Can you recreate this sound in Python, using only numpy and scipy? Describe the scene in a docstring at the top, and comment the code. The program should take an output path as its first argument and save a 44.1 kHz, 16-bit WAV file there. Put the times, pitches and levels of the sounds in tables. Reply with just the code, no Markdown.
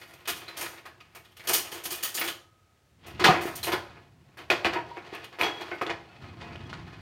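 """A small hard-walled kitchen, with a hand rummaging in a drawer just out of sight of the microphone.
Over a steady hiss the drawer rumbles on its runners: filtered noise, jumping up at each blow and dying away.
Bursts of filtered clicks make utensils knock on the wooden box, clack together and jingle the steel.
Damped sines add hard snaps and clear ringing strikes; decaying noise bands answer as the room."""
import sys
import numpy as np
from scipy import signal
from scipy.fft import rfft, irfft
from scipy.io import wavfile

SR = 44100
rng = np.random.default_rng(int(sys.argv[2]) if len(sys.argv) > 2 else 0)


def inscribe(sig):
    """Save sig as 16-bit PCM at rate SR to the path in sys.argv[1].

    A 1-D sig is mono; a 2-D sig holds one channel per row.
    Samples are clipped to [-1, 1] before scaling.
    """
    pcm = np.round(np.clip(np.atleast_2d(sig).T, -1, 1) * 32767)
    wavfile.write(sys.argv[1], SR, pcm.astype(np.int16))


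N = 309131


def from_db(db):
    """Amplitude gain of a level in dB."""
    return 10 ** (np.asarray(db) / 20)


def rms_one(x):
    """Scale a signal to rms 1."""
    return x / np.sqrt(np.mean(x ** 2) + 1e-20)


def in_time(rows):
    """Interpolate each column of a time table at every sample."""
    times, *columns = np.transpose(rows)
    return [np.interp(np.arange(N) / SR, times, column) for column in columns]


def at_hz(points, hz):
    """Read a curve over frequency on a log axis."""
    point_hz, values = np.array(points).T
    return np.interp(np.log(hz + 1), np.log(point_hz), values)


def colour(x, spectrum, size=8192):
    """Causal (minimum phase) filter of the given spectrum; white noise keeps its rms."""
    level_db = at_hz(spectrum, np.fft.rfftfreq(size, 1 / SR))
    cepstrum = irfft(np.log(from_db(level_db)))
    # folding the cepstrum forward in time gives minimum phase
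    cepstrum[1:size // 2] *= 2
    cepstrum[size // 2 + 1:] = 0
    pulse = irfft(np.exp(rfft(cepstrum)))[:size // 2]
    return signal.fftconvolve(x, pulse / np.sqrt(np.sum(pulse ** 2)))[:N]


def ring(x, hz, t60):
    """Two-pole resonator: a unit click sets a sine of about height 1 ringing, 60 dB down after t60 s."""
    r = from_db(-60 / (t60 * SR))
    w = 2 * np.pi * hz / SR
    return signal.lfilter([0, np.sin(w)], [1, -2 * r * np.cos(w), r * r], x + 1e-18)


# steady background hiss: (frequency [Hz], relative level [dB per Hz])
HISS_SPECTRUM = [(18, -54), (30, -21.5), (98, 0), (170, -15), (721, -18.5), (1040, -26), (1250, -23),
                 (1390, -22), (7870, -33.5), (12000, -39), (16000, -40)]
HISS_DB = -65


def hiss():
    """Steady noise, strongest in the bass and falling towards the treble."""
    return from_db(HISS_DB) * colour(rng.standard_normal(N), HISS_SPECTRUM)


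# decay of the small kitchen: (frequency [Hz], t60 [s])
KITCHEN_DECAY = [(200, 0.39), (700, 0.48), (2000, 0.31), (6000, 0.37), (15000, 0.25)]
KITCHEN_DB = -7


def kitchen(x):
    """Dense reflections that build up in a few milliseconds and die band by band."""
    t = np.arange(SR) / SR
    tail = np.zeros(SR)
    edges_hz = 60 * 2 ** np.arange(0, 8.6, .5)   # half-octave bands
    for low, high in zip(edges_hz, np.minimum(edges_hz[1:], .45 * SR)):
        band_filter = signal.butter(2, [low, high], "band", fs=SR, output="sos")
        band = signal.sosfilt(band_filter, rng.standard_normal(SR))
        tail += band * from_db(-60 * t / at_hz(KITCHEN_DECAY, np.sqrt(low * high)))
    tail *= 1 - np.exp(-t / 0.0013)
    return signal.fftconvolve(x, tail / np.sqrt(np.sum(tail ** 2)))[:N]


# blows in the drawer: (time [s], force on the box [dB], force between handles [dB],
# force on the steel [dB], length of the bouncing [s])
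BLOWS = np.array([(.014, -54, -51, -64.5, 0.02), (0.135, -48, -59, -52.5, 0.0099),
                  (0.253, -68, -46.5, -57, 0.013), (0.275, -29.5, -36.5, -30, 0.024),
                  (0.291, -48, -39, -34.5, 0.027), (.359, -51.5, -55, -49, 0.048),
                  (0.48, -45.5, -48, -53, 0.018), (0.568, -43, -52.5, -39.5, 0.11),
                  (.609, -36, -44.5, -37, 0.021), (.66, -49.5, -37.5, -62, 0.011),
                  (0.774, -75, -53.5, -83, 0.016), (0.854, -40.5, -50.5, -55.5, 0.023),
                  (1.002, -60.5, -52.5, -66.5, 0.017), (1.149, -44.5, -52, -49, 0.026),
                  (1.246, -69, -61, -66, 0.023), (1.32, -74, -72, -66, 0.0073),
                  (1.367, -63, -52, -52, 0.015), (1.394, -49, -50.5, -58.5, 0.025),
                  (1.437, -49, -58, -58, .047), (1.472, -42, -36.5, -29.5, 0.022),
                  (1.487, -26.5, -40.5, -27, 0.036), (1.531, -37.5, -34.5, -20.5, 0.039),
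                  (1.581, -40, -48, -42, 0.017), (1.716, -42, -50, -41, 0.044),
                  (1.837, -84, -53, -38.5, 0.026), (1.853, -35.5, -43.5, -33, 0.017),
                  (1.904, -49, -48.5, -34.5, 0.059), (2.027, -74, -41, -31, 0.051),
                  (2.142, -53, -52, -32.5, 0.048), (2.171, -42.5, -37.5, -44, 0.029),
                  (2.212, -33.5, -29.5, -42, 0.013), (2.275, -53.5, -36.5, -38, 0.031),
                  (3.064, -48, -65, -50.5, 0.031), (3.195, -26.5, -33, -50.5, 0.037),
                  (3.24, -19.5, -16, -34, 0.031), (3.26, -21, -38, -53, 0.1), (3.284, -36, -54, -65, 0.012),
                  (3.41, -70, -69, -44.5, 0.06), (3.452, -42, -53, -57, 0.066),
                  (3.554, -90, -107, -36, 0.023), (3.63, -46, -45, -33.5, 0.045),
                  (3.67, -23, -36, -52, 0.021), (3.719, -21, -29.5, -39.5, 0.027),
                  (3.96, -45.5, -75, -97, 0.019), (4.371, -42.5, -54, -58, 0.027),
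                  (4.386, -44, -50, -70, 0.034), (4.501, -17, -26, -43, 0.028),
                  (4.649, -14, -28, -47.5, 0.021), (4.731, -25.5, -35.5, -53, 0.016),
                  (4.751, -26, -54, -70, 0.034), (4.97, -30, -58.5, -72, 0.012),
                  (5.128, -38.5, -51.5, -66, 0.045), (5.148, -43, -60, -46.5, 0.006),
                  (5.241, -75, -51, -51, 0.012), (5.323, -46, -57, -73, 0.032),
                  (5.387, -29.5, -42.5, -52, 0.058), (5.41, -23.5, -33, -63, 0.02),
                  (5.433, -29, -34.5, -67, 0.046), (5.609, -33, -46, -58, 0.015),
                  (5.715, -28, -75, -74, 0.016), (5.749, -43, -73, -60, 0.0082),
                  (5.813, -21.5, -40, -50.5, 0.017), (5.864, -27.5, -42, -74, 0.019),
                  (5.897, -23, -36, -67, 0.017), (6.214, -53.5, -62.5, -77, 0.055),
                  (6.41, -46, -52.5, -85, 0.026), (6.437, -49, -71, -79, 0.075),
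                  (6.555, -34, -59.5, -81, 0.0064), (6.661, -67, -78, -80, 0.034),
                  (6.694, -52, -45, -82, 0.014), (6.73, -42, -45, -94, 0.019),
                  (6.875, -52.5, -56, -70, 0.0088)])
BLOW_SAMPLES = np.round(BLOWS[:, 0] * SR).astype(int)

# the drawer rolling on its runners: (time [s], level [dB])
ROLLING = [(0, -64), (1.4, -68), (2.8, -81.5), (3.15, -44.5), (3.8, -50.5), (4, -58), (6.08, -68),
           (6.24, -45.5), (6.75, -44), (7.01, -47.5)]
# rumble of the runners: (frequency [Hz], relative level [dB per Hz])
RUMBLE_SPECTRUM = [(15, -60), (25, -32), (79, -1.5), (135, -1), (190, -7.5), (211, -10), (257, -10.5),
                   (300, -14.5), (390, -14.5), (660, -120)]
# jolt level = JOLT_DB + JOLT_FOLLOWS * force on the box in dB
JOLT_DB, JOLT_FOLLOWS, JOLT_T60_S = -37, 0.66, 1.1


def runners():
    """Low noise rumble while the drawer rolls; every blow on the box also shakes the runners."""
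    jolts = np.zeros(N)
    jolts[BLOW_SAMPLES] = from_db(JOLT_DB + JOLT_FOLLOWS * BLOWS[:, 1]) ** 2
    power_decay = from_db(-120 / (JOLT_T60_S * SR))   # power falls by the square of amplitude
    rolling_power = from_db(in_time(ROLLING)[0]) ** 2
    power = rolling_power + signal.lfilter([1], [1, -power_decay], jolts)
    return np.sqrt(power) * colour(rng.standard_normal(N), RUMBLE_SPECTRUM)


STIR_FITS_DB, STIR_FITS_PER_S = 2.5, 25   # rms swing, corner frequency [Hz]


def fits():
    """Small fits and starts of the stirring in dB: noise twice through a one-pole low-pass."""
    r = np.exp(-2 * np.pi * STIR_FITS_PER_S / SR)
    slow = signal.lfilter([1], [1, -2 * r, r * r], rng.standard_normal(N))
    return STIR_FITS_DB * rms_one(slow)


# the hand shoving things about:
# (time [s], stirring of handles on wood [dB], jingling of steel [dB])
STIRRING = [(0, -63, -59.5), (.26, -69.5, -76), (.51, -57.5, -70), (1, -74, -85), (1.44, -76.5, -74),
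            (1.63, -57, -53), (2.16, -63, -79), (2.25, -47.5, -40.5), (2.44, -93.5, -100),
            (2.96, -93, -104), (3.05, -58.5, -90), (3.35, -69, -75), (3.62, -56.5, -61), (3.87, -61, -89.5),
            (4.15, -79, -99), (4.43, -75, -83), (4.62, -58, -75), (4.85, -62.5, -82), (5.12, -59, -81),
            (5.42, -69.5, -85), (5.6, -50, -65.5), (6.02, -67.5, -90), (6.56, -60, -103), (7.01, -63, -84)]


def stirring():
    """Stirring and jingling levels in dB, both swayed by the same fits and starts."""
    return in_time(STIRRING) + fits()


CONTACTS_PER_S = 3500


def contacts(spread_db):
    """Dense uneven clicks of random sign, rms 1."""
    sizes = from_db(spread_db * np.minimum(rng.exponential(1, N), 3))
    signs = rng.choice([-1, 1], N)
    struck = rng.random(N) < CONTACTS_PER_S / SR
    return rms_one(sizes * signs * struck)


def bouncing(levels_db, first_db, swell_s):
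    """Force of the blows: a first hit, then contacts that swell, go on for a moment and stop."""
    chatter, hits = np.zeros(N + SR), np.zeros(N)
    t = np.arange(SR // 4) / SR
    lengths_s = np.clip(BLOWS[:, 4], .003, .1)
    for at, length_s, db in zip(BLOW_SAMPLES, lengths_s, levels_db):
        swell = 1 - np.exp(-t / swell_s)
        stop = np.exp(-(t / length_s) ** 1.48)
        chatter[at:at + len(t)] += from_db(db) * swell * stop
        hits[at] = from_db(db + first_db)
    return chatter[:N], hits


def blow_force(levels_db, stir_db, first_db, swell_s, spread_db):
    """Uneven contacts driven by the bouncing and the stirring, plus the first hits."""
    chatter, hits = bouncing(levels_db, first_db, swell_s)
    return (chatter + from_db(stir_db)) * contacts(spread_db) + hits


def shaken(force, modes, level_db, luck_db):
    """Every blow shakes other pieces, so each mode gets a new strength each time."""
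    luck = luck_db * rng.standard_normal((len(BLOWS), len(modes)))
    last_blow = np.searchsorted(BLOW_SAMPLES, np.arange(N), "right") - 1
    out = np.zeros(N)
    for k, (hz, db, t60) in enumerate(modes):
        strength = from_db(db + level_db + luck[:, k])[last_blow]
        out += ring(strength * force, hz, t60)
    return out


# hard dry snaps: (time [s], starting level [dB], frequency [Hz])
SNAPS = [(0.2758, -29, 3030), (3.243, -22, 1970), (3.2654, -5, 1150), (4.5026, -4, 2490),
         (4.6469, -10, 2630), (5.4127, -6.5, 2360), (5.817, -12, 1240), (5.8666, -23.5, 3530),
         (5.8958, -20.5, 1960), (6.4098, -43, 2060), (6.4348, -40, 2150), (6.559, -32, 3000),
         (6.7297, -22, 1440)]
SNAP_T60_S = .0074


def cracks():
    """Hard dry snaps: a few cycles of a heavily damped sine."""
    out, t = np.zeros(N), np.arange(SR // 50) / SR
    for s, db, hz in SNAPS:
        at = round(s * SR)
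        out[at:at + len(t)] += from_db(db - 60 * t / SNAP_T60_S) * np.sin(2 * np.pi * hz * t)
    return out


# broad thud of the wood: (frequency [Hz], relative level [dB per Hz])
BOX_THUD = [(71, -26), (120, -38), (167, -25), (205, -37.5), (358, 1), (558, -10), (720, -5.5), (2500, -9),
            (3250, -22), (5500, -120)]
# hollow modes of the box: (frequency [Hz], width [Hz], level [dB])
HOLLOW_MODES = [(361, 40, -4), (727, 56, -7), (1100, 80, -10)]
SLIDE_DB = 6.5   # the box hears the stirring this much above the handles


def box(stir_db):
    """The wooden box: a broad thud with a few hollow modes, the wider the shorter."""
    force = blow_force(BLOWS[:, 1], stir_db, first_db=15, swell_s=0.011, spread_db=3.5)
    thud = colour(force, BOX_THUD)
    out = thud.copy()
    for hz, width_hz, db in HOLLOW_MODES:
        t60 = np.log(1000) / (np.pi * width_hz)
        gain = from_db(db) * 4 * np.pi * width_hz / SR   # offsets the build-up in a narrow mode
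        out += gain * ring(thud, hz, t60)
    return out


PIECE_HZ, PIECE_DB_PER_OCTAVE = 3040, 19.5   # pitch at equal forces, force ratio for an octave


def piece_hz():
    """Pitch of the piece in each blow: more steel against box means smaller and higher."""
    octaves = (BLOWS[:, 3] - BLOWS[:, 1]) / PIECE_DB_PER_OCTAVE
    return np.clip(PIECE_HZ * 2 ** octaves, 950, 3100)


# dry contact of handles and tray: (frequency [Hz], relative level [dB per Hz])
CLACK_SPECTRUM = [(590, -15.5), (1000, -21), (1240, -3.5), (1350, -9), (3210, -6.5), (3620, -9),
                  (4560, -11), (5090, -16), (9000, -31.5), (11700, -35), (19800, -120)]
# ringing utensil bodies: (frequency [Hz], relative level [dB], t60 [s])
HANDLE_MODES = [(1280, 0, .04), (1510, 0, .04), (1900, 0, .04), (2150, 0, .04), (2500, -2, .04),
                (2980, 0, .04), (3300, -3, .04), (3600, -6, .03), (4100, -8, .03), (4600, -6, .03)]


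def clack(stir_db):
    """Handles and tray: short dry contacts with brief rings; the piece struck colours each blow."""
    force = blow_force(BLOWS[:, 2], stir_db, first_db=3.5, swell_s=0.0031, spread_db=2.5)
    out = colour(force, CLACK_SPECTRUM)
    out += shaken(force, HANDLE_MODES, level_db=-37, luck_db=5.0)
    ends = [*BLOW_SAMPLES[1:], N]
    for hz, at, end in zip(piece_hz(), BLOW_SAMPLES, ends):
        push = np.r_[force[at:end], np.zeros(SR // 10)][:N - at]   # leaves room to ring out
        out[at:at + len(push)] += from_db(-10) * ring(push, hz, .0055)
    return out


# countless weak steel modes: (frequency [Hz], relative level [dB per Hz])
STEEL_WASH = [(2350, -14), (4000, -9), (4520, -4), (4900, -6), (6290, -5.5), (6820, -4), (7660, -11.5),
              (9010, -2.5), (10300, -11.5), (11200, -5), (12500, -4), (13600, -9), (16000, -9.5)]
# clear modes of the cutlery: (frequency [Hz], relative level [dB], t60 [s])
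STEEL_MODES = [(4450, -8, .06), (5200, -17, .05), (6210, -12, .06), (6900, -8, .06), (8750, -8, .07),
               (9020, -4, .06), (9430, -8, .06), (10980, -7, .08), (11420, -3, .06), (12980, -4, .06),
               (13430, -3, .06), (13630, -3, .07), (14110, -3, .08), (14510, -5, .07), (14860, -6, .08),
               (15250, -7, .06)]


def steel(jingle_db):
    """Knives, forks and spoons jingle in clear modes over a bright wash."""
    force = blow_force(BLOWS[:, 3], jingle_db, first_db=7.5, swell_s=0.0023, spread_db=2.0)
    return colour(force, STEEL_WASH) + shaken(force, STEEL_MODES, level_db=-40, luck_db=5.0)


# clear strikes: (time [s], piece, level [dB])
STRIKES = [(.378, "teaspoons", -58), (.481, "fork", -40.5), (1.727, "box", -37), (1.915, "teaspoons", -37),
           (1.907, "tablespoons", -38), (1.921, "box", -33), (2.033, "tablespoons", -33),
           (2.278, "tablespoons", -42.5), (2.034, "teaspoons", -30), (2.09, "knives", -57),
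           (2.15, "knives", -34), (2.195, "teaspoons", -31), (2.28, "jar", -59), (2.29, "knives", -60),
           (3.211, "box", -17.5), (3.284, "tray", -9.5), (3.288, "drawer floor", -16.5),
           (3.454, "box", -23), (3.463, "teaspoons", -48), (3.557, "tongs", -45), (3.63, "fork", -31),
           (3.651, "tongs", -40), (3.736, "box", -23.5), (4.758, "ladle", -23), (4.914, "ladle", -34.5),
           (5.127, "box", -32), (5.239, "spoon", -64), (5.411, "tongs", -41.5), (5.431, "spoon", -28),
           (5.57, "spoon", -50), (5.716, "scoop", -34), (5.825, "box", -29.5), (6.089, "skewer", -57.5),
           (6.66, "spoon", -55)]
# modes of each piece that rings out: (frequency [Hz], relative level [dB], t60 [s])
PIECE_MODES = {"box": [(362, 0, .1)], "drawer floor": [(160, 0, .12)], "teaspoons": [(10981, -6, .14),
               (14082, -3, .15), (14860, 0, .17), (15245, -8, .13)], "knives": [(7100, 0, .15),
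               (8750, -4, .15), (11700, -14, .29), (14660, -12, .25)], "fork": [(4030, 0, .16),
               (4150, -4, .1)], "ladle": [(947, 0, .2), (4478, -27, .13)], "tongs": [(9150, 0, .15),
               (12230, -5, .2), (13307, -6, .25), (13738, -4, .1)], "spoon": [(3316, 0, .45),
               (2497, -9, .12), (5936, -14, .2)], "scoop": [(1510, 0, .2), (2153, 1, .18)],
               "skewer": [(2620, 0, .6), (4400, -9, .6), (1420, -2, .6)], "jar": [(1265, 0, 1.6)],
               "tray": [(745, 0, .12), (1200, -4, .09)], "tablespoons": [(3050, 0, .12), (4600, -3, .16),
               (6650, -5, .12), (8300, -6, .14)]}


def clinks():
    """Single pieces struck clear: decaying sines whose loudness wavers at a random rate."""
    out, t = np.zeros(N + SR), np.arange(SR) / SR
    # waver rate [Hz] and phase [rad] for up to four modes a strike
    wavers = rng.uniform([15, 0], [45, 2 * np.pi], (len(STRIKES), 4, 2))
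    onset = 1 - np.exp(-t / 0.0005)
    for (s, piece, strike_db), strike_wavers in zip(STRIKES, wavers):
        at = round(s * SR)
        for (hz, db, t60), (waver_hz, phase) in zip(PIECE_MODES[piece], strike_wavers):
            fade = from_db(strike_db + db - 60 * (t / t60) ** 1.04)
            waver = 1 + .45 * np.sin(2 * np.pi * waver_hz * t + phase)
            out[at:at + len(t)] += onset * fade * waver * np.sin(2 * np.pi * hz * t)
    return out[:N]


def scene():
    """Hiss, rumble and the kitchen's answer behind the rummaged drawer."""
    stir_db, jingle_db = stirring()
    drawer = cracks() + box(stir_db + SLIDE_DB) + clack(stir_db) + steel(jingle_db)
    # the knocks, clacks and jingles keep out of the deep bass
    drawer = signal.sosfilt(signal.butter(2, 170, "high", fs=SR, output="sos"), drawer)
    tones = clinks()
    room = from_db(KITCHEN_DB) * kitchen(drawer + .5 * tones)
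    return (hiss() + runners() + room + 1.012 * drawer + tones)[None]


CUTOFF_HZ = 15850


def record(dry):
    """At the microphone deep bass is lost, peaks are rounded and the top is cut."""
    dry = signal.sosfilt(signal.butter(4, 45, "high", fs=SR, output="sos"), dry)
    rounded = .8 * np.tanh(dry / .8)
    return signal.sosfilt(signal.ellip(12, .5, 80, CUTOFF_HZ, fs=SR, output="sos"), rounded)


dry = scene()
out = record(dry)
inscribe(out)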